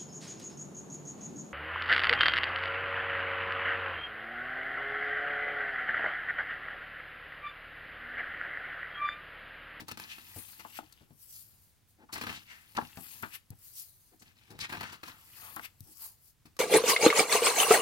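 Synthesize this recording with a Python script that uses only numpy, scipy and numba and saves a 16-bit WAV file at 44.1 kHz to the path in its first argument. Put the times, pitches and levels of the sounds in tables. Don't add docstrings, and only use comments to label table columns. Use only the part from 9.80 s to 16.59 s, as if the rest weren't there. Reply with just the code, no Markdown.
import sys
import numpy as np
from scipy import signal
from scipy.fft import rfft, irfft
from scipy.io import wavfile
from scipy.ndimage import uniform_filter1d, map_coordinates
from numba import njit

SR = 44100
rng = np.random.default_rng(int(sys.argv[2]) if len(sys.argv) > 2 else 0)


def waveform_to_disk(signal):
    frames = np.transpose(np.atleast_2d(signal))
    scaled = np.clip(frames, -1, 1) * 32767
    samples = np.round(scaled).astype(np.int16)
    wavfile.write(sys.argv[1], SR, samples)


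N = 299439
T = np.arange(N) / SR

# frequency in Hz, relative density in dB.
ROOM_SPECTRUM = [(25, -14), (100, -3.5), (200, -17), (500, -26.5), (1300, -27.5), (15000, -33.5)]
HISS_SPECTRUM = [(200, -29.5), (1000, -24), (2500, -15), (4500, -4.5), (7000, -4), (10000, 1), (13000, 4.5),
                 (17000, -1)]
RUB_SPECTRUM = [(22, -25), (100, 9.5), (300, 1.5), (550, -16.5), (850, 0.5), (1500, -1.5), (3000, 4.5),
                (4600, -4), (7000, -7), (15000, -24.5)]
CREASE_SPECTRUM = [(22, -16), (120, -0.5), (330, -1), (550, -9.5), (850, -1.5), (1500, -2), (2600, -4.5),
                   (8000, -32.5)]
SNAP_SPECTRUM = [(1000, -67), (2800, -12), (4400, 11.5), (6500, 7), (16000, 2.5)]
# resonance in Hz, width in Hz, gain in dB.
BOOK_MODES = [(112, 30, -2.5), (155.7, 28, 4.5), (238, 54, -0.5)]
# resonance in Hz, width in Hz, gain in dB.
STACK_MODES = [(318, 350, 4.5), (788, 145, 2.5), (1270, 1600, -8.5)]
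# multiple of the flap pitch, relative width, gain in dB.
SHEET_MODES = [(0.85, 0.6, -8.5), (1.1, 0.46, 2), (1.52, 0.15, -12)]
CURL_MODES_HZ = [1284, 1760, 2032, 2518, 2667, 4330, 5710]

# start in seconds, level in dB.
BOOK_THUMPS = [(0.019, -45.5), (0.116, -48), (0.561, -44), (1.211, -55.5), (1.306, -53.5), (2.966, -46),
               (3.023, -45), (3.173, -42.5), (4.705, -51), (4.752, -51.5), (4.978, -49), (6.653, -54.5)]
# start in seconds, tick level in dB, thud level in dB.
PALM_PATS = [(3.4253, -39.5, -48), (3.704, -44.5, -42), (5.7623, -37, -55), (6.006, -45, -45.5)]
# peak time in seconds, level in dB, half-width in seconds.
FINGER_SCUFFS = [(1.036, -59, .01), (1.3, -73, 0.059), (2.223, -55.5, 0.027), (3.725, -59, 0.015),
                 (4.335, -61, 0.013), (4.422, -59.5, 0.01), (4.73, -55, 0.032), (6.09, -63, 0.039)]
# peak time in seconds, level in dB, rise and fall
# in seconds.
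BRUSH_STROKES = [(0.57, -51.5, 0.0065, 0.041), (0.719, -58.5, 0.044, 0.034), (1.43, -58, 0.023, 0.014),
                 (1.557, -48, 0.043, 0.045), (1.86, -64.5, 0.27, 0.042), (2.09, -68, 0.01, 0.04),
                 (3.865, -52, 0.037, 0.036), (3.992, -43, 0.023, 0.033), (4.201, -63.5, 0.11, 0.12),
                 (6.134, -56.5, 0.054, 0.0055), (6.245, -43.5, 0.038, 0.034), (6.48, -60, 0.039, 0.021)]
# peak time in seconds, level in dB, pitch at the peak in Hz,
# swell and t60 in seconds.
EDGE_SCRAPES = [(0.324, -42, 2770, 0.048, 0.22), (0.979, -47, 2420, 0.054, 0.13),
                (2.57, -47, 3200, 0.053, 0.13), (2.718, -47, 2070, 0.053, 0.44),
                (2.971, -36.5, 4070, 0.0032, .02), (3.557, -43.5, 2220, 0.045, 0.062),
                (3.981, -55, 4660, 0.033, 0.3), (4.401, -58.5, 7250, 0.009, 0.18),
                (4.814, -34.5, 4000, 0.015, 0.056), (4.853, -37, 2200, 0.034, 0.049),
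                (5.06, -43, 1480, 0.061, 0.38), (5.143, -48, 1400, 0.034, 0.055),
                (5.659, -51, 1120, 0.088, 0.6), (5.858, -43, 2130, 0.039, 0.061),
                (6.261, -60, 970, 0.098, 0.27), (5.29, -53.5, 1450, 0.022, 0.68)]
# start and hold in seconds, level in dB.
FINGER_PULLS = [(0.096, 0.016, -53), (0.206, 0.04, -54), (0.288, 0.17, -74), (1.04, 0.19, -71),
                (2.348, 0.21, -49.5), (3.0, 0.051, -59), (4.465, 0.028, -65), (4.578, 0.21, -67.5),
                (4.814, 0.024, -47.5), (4.913, 0.095, -52.5), (5.062, 0.08, -54.5), (5.275, 0.0099, -51)]
# start in seconds, body and snap in dB, t60 in seconds.
EDGE_CRACKLES = [(0.001, -44, -47, 0.074), (0.083, -41.5, -41, 0.051), (0.1143, -37, -39.5, 0.035),
                 (0.1735, -40.5, -43.5, 0.033), (0.199, -38, -42, 0.015), (0.383, -45, -55, 0.029),
                 (0.795, -47.5, -50, 0.08), (1.125, -66, -49.5, 0.029), (2.326, -43.5, -36, 0.11),
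                 (2.356, -38, -50, 0.073), (2.379, -39.5, -44, 0.043), (2.412, -35, -40.5, 0.074),
                 (2.437, -35, -45, 0.042), (2.467, -34.5, -45.5, 0.062), (2.490, -37.5, -45, 0.12),
                 (2.5279, -40, -47, 0.02), (2.951, -46, -51.5, 0.05), (2.9659, -36.5, -48, 0.047),
                 (3.173, -47, -48, 0.024), (4.42, -55, -54.5, 0.067), (4.702, -55, -53, 0.11),
                 (4.7909, -40.5, -43.5, 0.013), (4.893, -41, -48.5, 0.091), (4.923, -35, -44, 0.082),
                 (4.947, -38, -51, 0.054), (4.971, -38, -49, 0.037), (5.007, -34.5, -43.5, 0.064),
                 (5.031, -35.5, -43.5, 0.043), (5.12, -47.5, -47.5, 0.14), (5.232, -40.5, -47.5, 0.067),
                 (5.277, -45.5, -48, 0.075), (6.655, -58, -58.5, 0.087), (6.7671, -53.5, -51, 0.026)]
# start in seconds, level in dB, pitch in Hz,
# swell and t60 in seconds.
SHEET_FLAPS = [(0.847, -44, 870, 0.004, 0.063), (0.9889, -35.5, 764, 0.00038, 0.032),
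               (2.288, -53.5, 1110, 0.004, 0.14), (2.975, -30.5, 1070, 0.0024, 0.021),
               (2.979, -27, 870, 0.0079, 0.03), (2.9945, -49, 1060, 0.00041, 0.021),
               (3.008, -42.5, 1230, 0.0069, 0.055), (3.176, -54, 680, 0.0044, 0.074),
               (3.426, -35, 1310, 0.0078, 0.12), (5.763, -39, 1100, 0.003, 0.095),
               (5.7937, -39, 1240, 0.0018, 0.033)]
# lift and landing in seconds, lead of the fastest swing on the landing
# in seconds, carry rub, carry hiss and swing hiss in dB.
PAGE_TURNS = [(0.2, 0.979, 0.47, -62.5, -60, -60.5), (2.6, 3.557, 0.24, -67.5, -64.5, -50),
              (5.24, 5.855, 0.22, -69.5, -64.5, -51.5)]
SPINE_CROSSINGS = [(0.58, 1.45), (3.14, 3.85), (5.55, 6.2)]


def undb(db):
    return 10 ** (np.asarray(db) / 20)


def unit(x):
    return x / np.sqrt(np.mean(x ** 2))


def colour(x, spectrum):
    hz, db = np.transpose(spectrum)
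    grid_hz = np.maximum(np.fft.rfftfreq(4096, 1 / SR), 1)
    cepstrum = irfft(np.log(undb(np.interp(np.log(grid_hz), np.log(hz), db))))
    half = len(cepstrum) // 2
    causal = cepstrum * np.r_[1, np.full(half - 1, 2), np.zeros(half)]
    response = irfft(np.exp(rfft(causal)))[:half]
    return signal.oaconvolve(x, response / np.linalg.norm(response))[:len(x)]


@njit
def resonate(x, hz, width):
    y, band_state, low_state = np.empty(len(x)), 0., 0.
    for i in range(len(x)):
        g = np.tan(np.pi * hz[i] / SR)
        band = (band_state + g * (x[i] - low_state)) / (1 + g * (g + width))
        band_state, low_state = 2 * band - band_state, low_state + 2 * g * band
        y[i] = width * band
    return y


def ring(x, hz, width):
    return resonate(x + 1e-18, np.full(len(x), float(hz)), float(width))


def walk(rate_hz):
    return np.interp(T * rate_hz, np.arange(N), rng.standard_normal(N))


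def grains(count, rough_db):
    noise = rng.standard_normal(count)
    sizes = np.repeat(rng.standard_normal(count // 16 + 1), 16)[:count]
    return unit(noise * undb(rough_db * sizes))


def fade(t, t60_s):
    return undb(-60 * t / max(t60_s, .004))


def glide(peak_s, rise_s, fall_s):
    return 1 / np.cosh(np.clip((T - peak_s) / np.where(T < peak_s, rise_s, fall_s), -20, 20))


def hold(start_s, end_s, t60_s, grip_s=0.032):
    return np.clip(1 + (T - start_s) / grip_s, 0, 1) * fade(np.maximum(T - end_s, 0), t60_s)


def add(track, start_s, x, db):
    start = max(int(start_s * SR), 0)
    top_rms = np.sqrt(uniform_filter1d(x ** 2, size=220).max())
    track[start:start + len(x)] += (x * undb(db) / top_rms)[:N - start]


def room_tone(level_db=-68):
    common = rng.standard_normal(N)
    air = np.array([colour(common + rng.standard_normal(N), ROOM_SPECTRUM) for _ in range(2)])
    return unit(air) * undb(level_db + walk(5.22))


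def reflections(x, t60_s=0.16, delay_s=.004, damp_hz=3990):
    t = T[:SR // 2]
    clouds = rng.standard_normal((2, len(t))) * fade(t, t60_s) * (t > delay_s)
    clouds = signal.sosfilt(signal.butter(1, damp_hz, fs=SR, output="sos"), clouds)
    return np.array([signal.oaconvolve(x, cloud / np.linalg.norm(cloud))[:N] for cloud in clouds])


def port_lag(right_samples=8.87, left_samples=-10.5, cross_s=0.055):
    leftward = sum(np.tanh((T - goes_s) / cross_s) - np.tanh((T - back_s) / cross_s)
                   for goes_s, back_s in SPINE_CROSSINGS) / 2
    return right_samples + (left_samples - right_samples) * leftward


def ports(x):
    lag = port_lag()
    return np.array([map_coordinates(x, [np.arange(N) - side * lag / 2], order=3) for side in (1, -1)])


def hollow_tone(x, dip_hz=530, peak_hz=770, width=0.57):
    return x - 0.55 * ring(x, dip_hz, width) + 0.6 * ring(x, peak_hz, width)


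def curl(x, size, depth=0.75, width=0.031, gain_db=-2):
    hollow = sum(resonate(x + 1e-18, hz / size, width) for hz in CURL_MODES_HZ)
    return undb(gain_db) * (x + depth * hollow)


def gap_echo(x, strength, size, echo_s=.00043, echo_gain=.33, sweep_octaves=0.37):
    growth = np.maximum(np.gradient(np.log(strength)), 0)
    speeding = np.tanh(uniform_filter1d(growth, size=2000) * SR / 30)
    delay_s = echo_s * size * 2 ** (-sweep_octaves * speeding)
    return x + echo_gain * map_coordinates(x, [(T - delay_s) * SR], order=3)


def thumps(contact_s=0.0012, settle_t60_s=.12):
    out, t = np.zeros(N), T[:SR // 4]
    for start_s, db in BOOK_THUMPS:
        settling = rng.standard_normal(len(t)) * fade(t, settle_t60_s)
        force = t / contact_s * np.exp(-t / contact_s) + settling
        body = sum(undb(mode_db) * ring(force, hz, width_hz / hz) for hz, width_hz, mode_db in BOOK_MODES)
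        add(out, start_s, body, db)
    return out


def palm_thuds(contact_s=0.0016):
    out, t = np.zeros(N), T[:SR // 6]
    hz, width_hz, _ = BOOK_MODES[0]
    force = (t / contact_s) ** 2 * np.exp(-(t / contact_s) ** 2)
    for start_s, _, db in PALM_PATS:
        add(out, start_s, ring(force, hz, width_hz / hz), db)
    return out


def palm_ticks(t60_s=0.011):
    out, t = np.zeros(N), T[:SR // 20]
    for start_s, db, _ in PALM_PATS:
        add(out, start_s, colour(rng.standard_normal(len(t)) * fade(t, t60_s), HISS_SPECTRUM), db)
    return out


def scuffs(judder_db=2.0):
    out = np.zeros(N)
    for peak_s, db, half_s in FINGER_SCUFFS:
        t = np.arange(-int(2 * half_s * SR), int(3 * half_s * SR)) / SR
        force = rng.standard_normal(len(t)) * np.exp(-(t / half_s) ** 2)
        force *= undb(judder_db * walk(90)[:len(t)])
        body = sum(undb(mode_db) * ring(ring(force, hz, width_hz / hz), hz, 0.95)
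                   for hz, width_hz, mode_db in STACK_MODES)
        add(out, peak_s + t[0], body, db)
    return out


def brushing():
    return sum(undb(db) * glide(peak_s, rise_s, fall_s) for peak_s, db, rise_s, fall_s in BRUSH_STROKES)


def scrapes(width=0.45, skirt_width=6.8):
    out = np.zeros(N)
    for peak_s, db, hz, swell_s, t60_s in EDGE_SCRAPES:
        t = np.arange(-int(2 * swell_s * SR), int(t60_s * SR)) / SR
        speed = np.where(t < 0, np.exp(-2 * (t / swell_s) ** 2), fade(np.abs(t), t60_s))
        pitch_hz = hz * np.exp(-.18 * np.tanh(10 * t))
        hollow = resonate(grains(len(t), rough_db=1.5), pitch_hz, width)
        add(out, peak_s + t[0], resonate(hollow, pitch_hz, skirt_width) * speed, db)
    return out


def crinkles(bending, count=800, spread_db=3.0, decay_cycles=2.6, low_hz=1500, high_hz=5200):
    out, t = np.zeros(N), T[:SR // 60]
    for when, pitch, softness in rng.random((count, 3)):
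        i, hz = int(when * N), low_hz * (high_hz / low_hz) ** pitch
        db = 20 * np.log10(bending[i]) - 1 - spread_db * np.log(softness + 0.05)
        add(out, T[i], np.sin(2 * np.pi * hz * t) * np.exp(-hz * t / decay_cycles), db)
    return out


def rub(strength, judder_db=3.5):
    return colour(grains(N, rough_db=0), RUB_SPECTRUM) * strength * undb(judder_db * walk(130))


def slide(strength, size, flutter_db=1.4, judder_db=2, patchy_db=4.0, wander_octaves=0.26):
    hiss = colour(grains(N, rough_db=1.5), HISS_SPECTRUM)
    for hz in np.geomspace(4500, 13500, 4):
        centre_hz = np.minimum(hz * 2 ** (wander_octaves * walk(11)), SR / 2.5)
        hiss = hiss + (undb(patchy_db * walk(18)) - 1) * resonate(hiss, centre_hz, 0.2)
    uneven_db = flutter_db * walk(28) + judder_db * walk(220)
    return unit(gap_echo(hiss, strength, size)) * strength * undb(uneven_db)


def crackles(bend_octaves, tick_s=0.05, flex_gain=1.24, flex_hz=1900, flex_width=0.031):
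    out, t = np.zeros(N), T[:SR // 5]
    for (start_s, body_db, snap_db, t60_s), octaves in zip(EDGE_CRACKLES, bend_octaves):
        build = 1 - np.exp(-t / (.035 * t60_s))
        shower = grains(len(t), rough_db=4.5) * fade(t, t60_s) * build
        shower[0] += 10 * np.exp(-t60_s / tick_s)
        flex = sum(ring(shower, flex_hz * 2 ** octave, flex_width) for octave in octaves)
        add(out, start_s, colour(shower + flex_gain * flex, CREASE_SPECTRUM), body_db)
        add(out, start_s, colour(shower, SNAP_SPECTRUM), snap_db)
    return out


def flaps(pop=9, book_hz=280):
    out, t = np.zeros(N), T[:SR // 6]
    loudest_db = max(row[1] for row in SHEET_FLAPS)
    for start_s, db, hz, swell_s, t60_s in SHEET_FLAPS:
        envelope = np.minimum(t / swell_s, 1) * fade(np.maximum(t - swell_s, 0), t60_s)
        force = rng.standard_normal(len(t)) * envelope
        force[int(swell_s * SR)] += pop
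        sheet = sum(undb(mode_db) * ring(ring(force, hz * ratio, width), hz * ratio, 0.68)
                    for ratio, width, mode_db in SHEET_MODES)
        book = ring(ring(force, book_hz, 1), book_hz, 0.69)
        book_db = -2 + 0.14 * (db - loudest_db)
        add(out, start_s, sheet + undb(book_db) * book, db)
    return out


def turning(peel_hiss_db=-10.5, swing_rub_db=-12.5, swing_s=0.074, flick_db=-48):
    pull = sum(undb(db) * hold(start_s, start_s + held_s, t60_s=0.2)
               for start_s, held_s, db in FINGER_PULLS) + 1e-6
    rubbing, hissing = pull, undb(peel_hiss_db) * pull
    for lift_s, land_s, lead_s, rub_db, hiss_db, swing_db in PAGE_TURNS:
        carry = hold(lift_s, land_s, t60_s=0.27)
        swing = undb(swing_db) * glide(land_s - lead_s, swing_s, swing_s)
        flick = undb(flick_db) * glide(land_s, rise_s=0.016, fall_s=0.0059)
        rubbing = rubbing + undb(rub_db) * carry + undb(swing_rub_db) * swing
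        hissing = hissing + undb(hiss_db) * carry + swing + flick
    return rubbing, hissing


def paper_patch(rubbing, hissing, size, bend_octaves):
    hiss = slide(hissing, size) + palm_ticks()
    return hiss + curl(rub(rubbing) + scrapes() + crackles(bend_octaves), size)


def pages(split_hz=2900, skin_rub_db=-27, drift_octaves=0.087, hand_right_db=1.5):
    rubbing, hissing = turning()
    hand = brushing()
    rubbing = rubbing + undb(skin_rub_db) * hand
    size = 2 ** (drift_octaves * walk(10))
    bend_octaves = rng.uniform(-1.007, 1, size=(len(EDGE_CRACKLES), 2))
    low, high = (signal.butter(1, split_hz, kind, fs=SR, output="sos") for kind in ("low", "high"))
    blows = hollow_tone(flaps()) + thumps() + palm_thuds() + scuffs() + curl(crinkles(rubbing), size)
    lows = signal.sosfilt(low, paper_patch(rubbing, hissing + hand, size, bend_octaves))
    patches = [paper_patch(rubbing, hissing + hand * undb(side * hand_right_db / 2), size, bend_octaves)
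               for side in (-1, 1)]
    return ports(lows + blows) + signal.sosfilt(high, patches)


def scene(left_db=6.0, shade_db_per_sample=0.1467, room_db=-13):
    paper = pages()
    room = undb(room_db) * reflections(paper.mean(axis=0))
    balance_db = left_db - shade_db_per_sample * port_lag()
    return (paper + room) * undb(np.array([balance_db, -balance_db]) / 2) + room_tone()


def record(dry):
    return signal.sosfilt(signal.ellip(10, .2, 70, 15950, fs=SR, output="sos"), dry)


dry = scene()
out = record(dry)
waveform_to_disk(out)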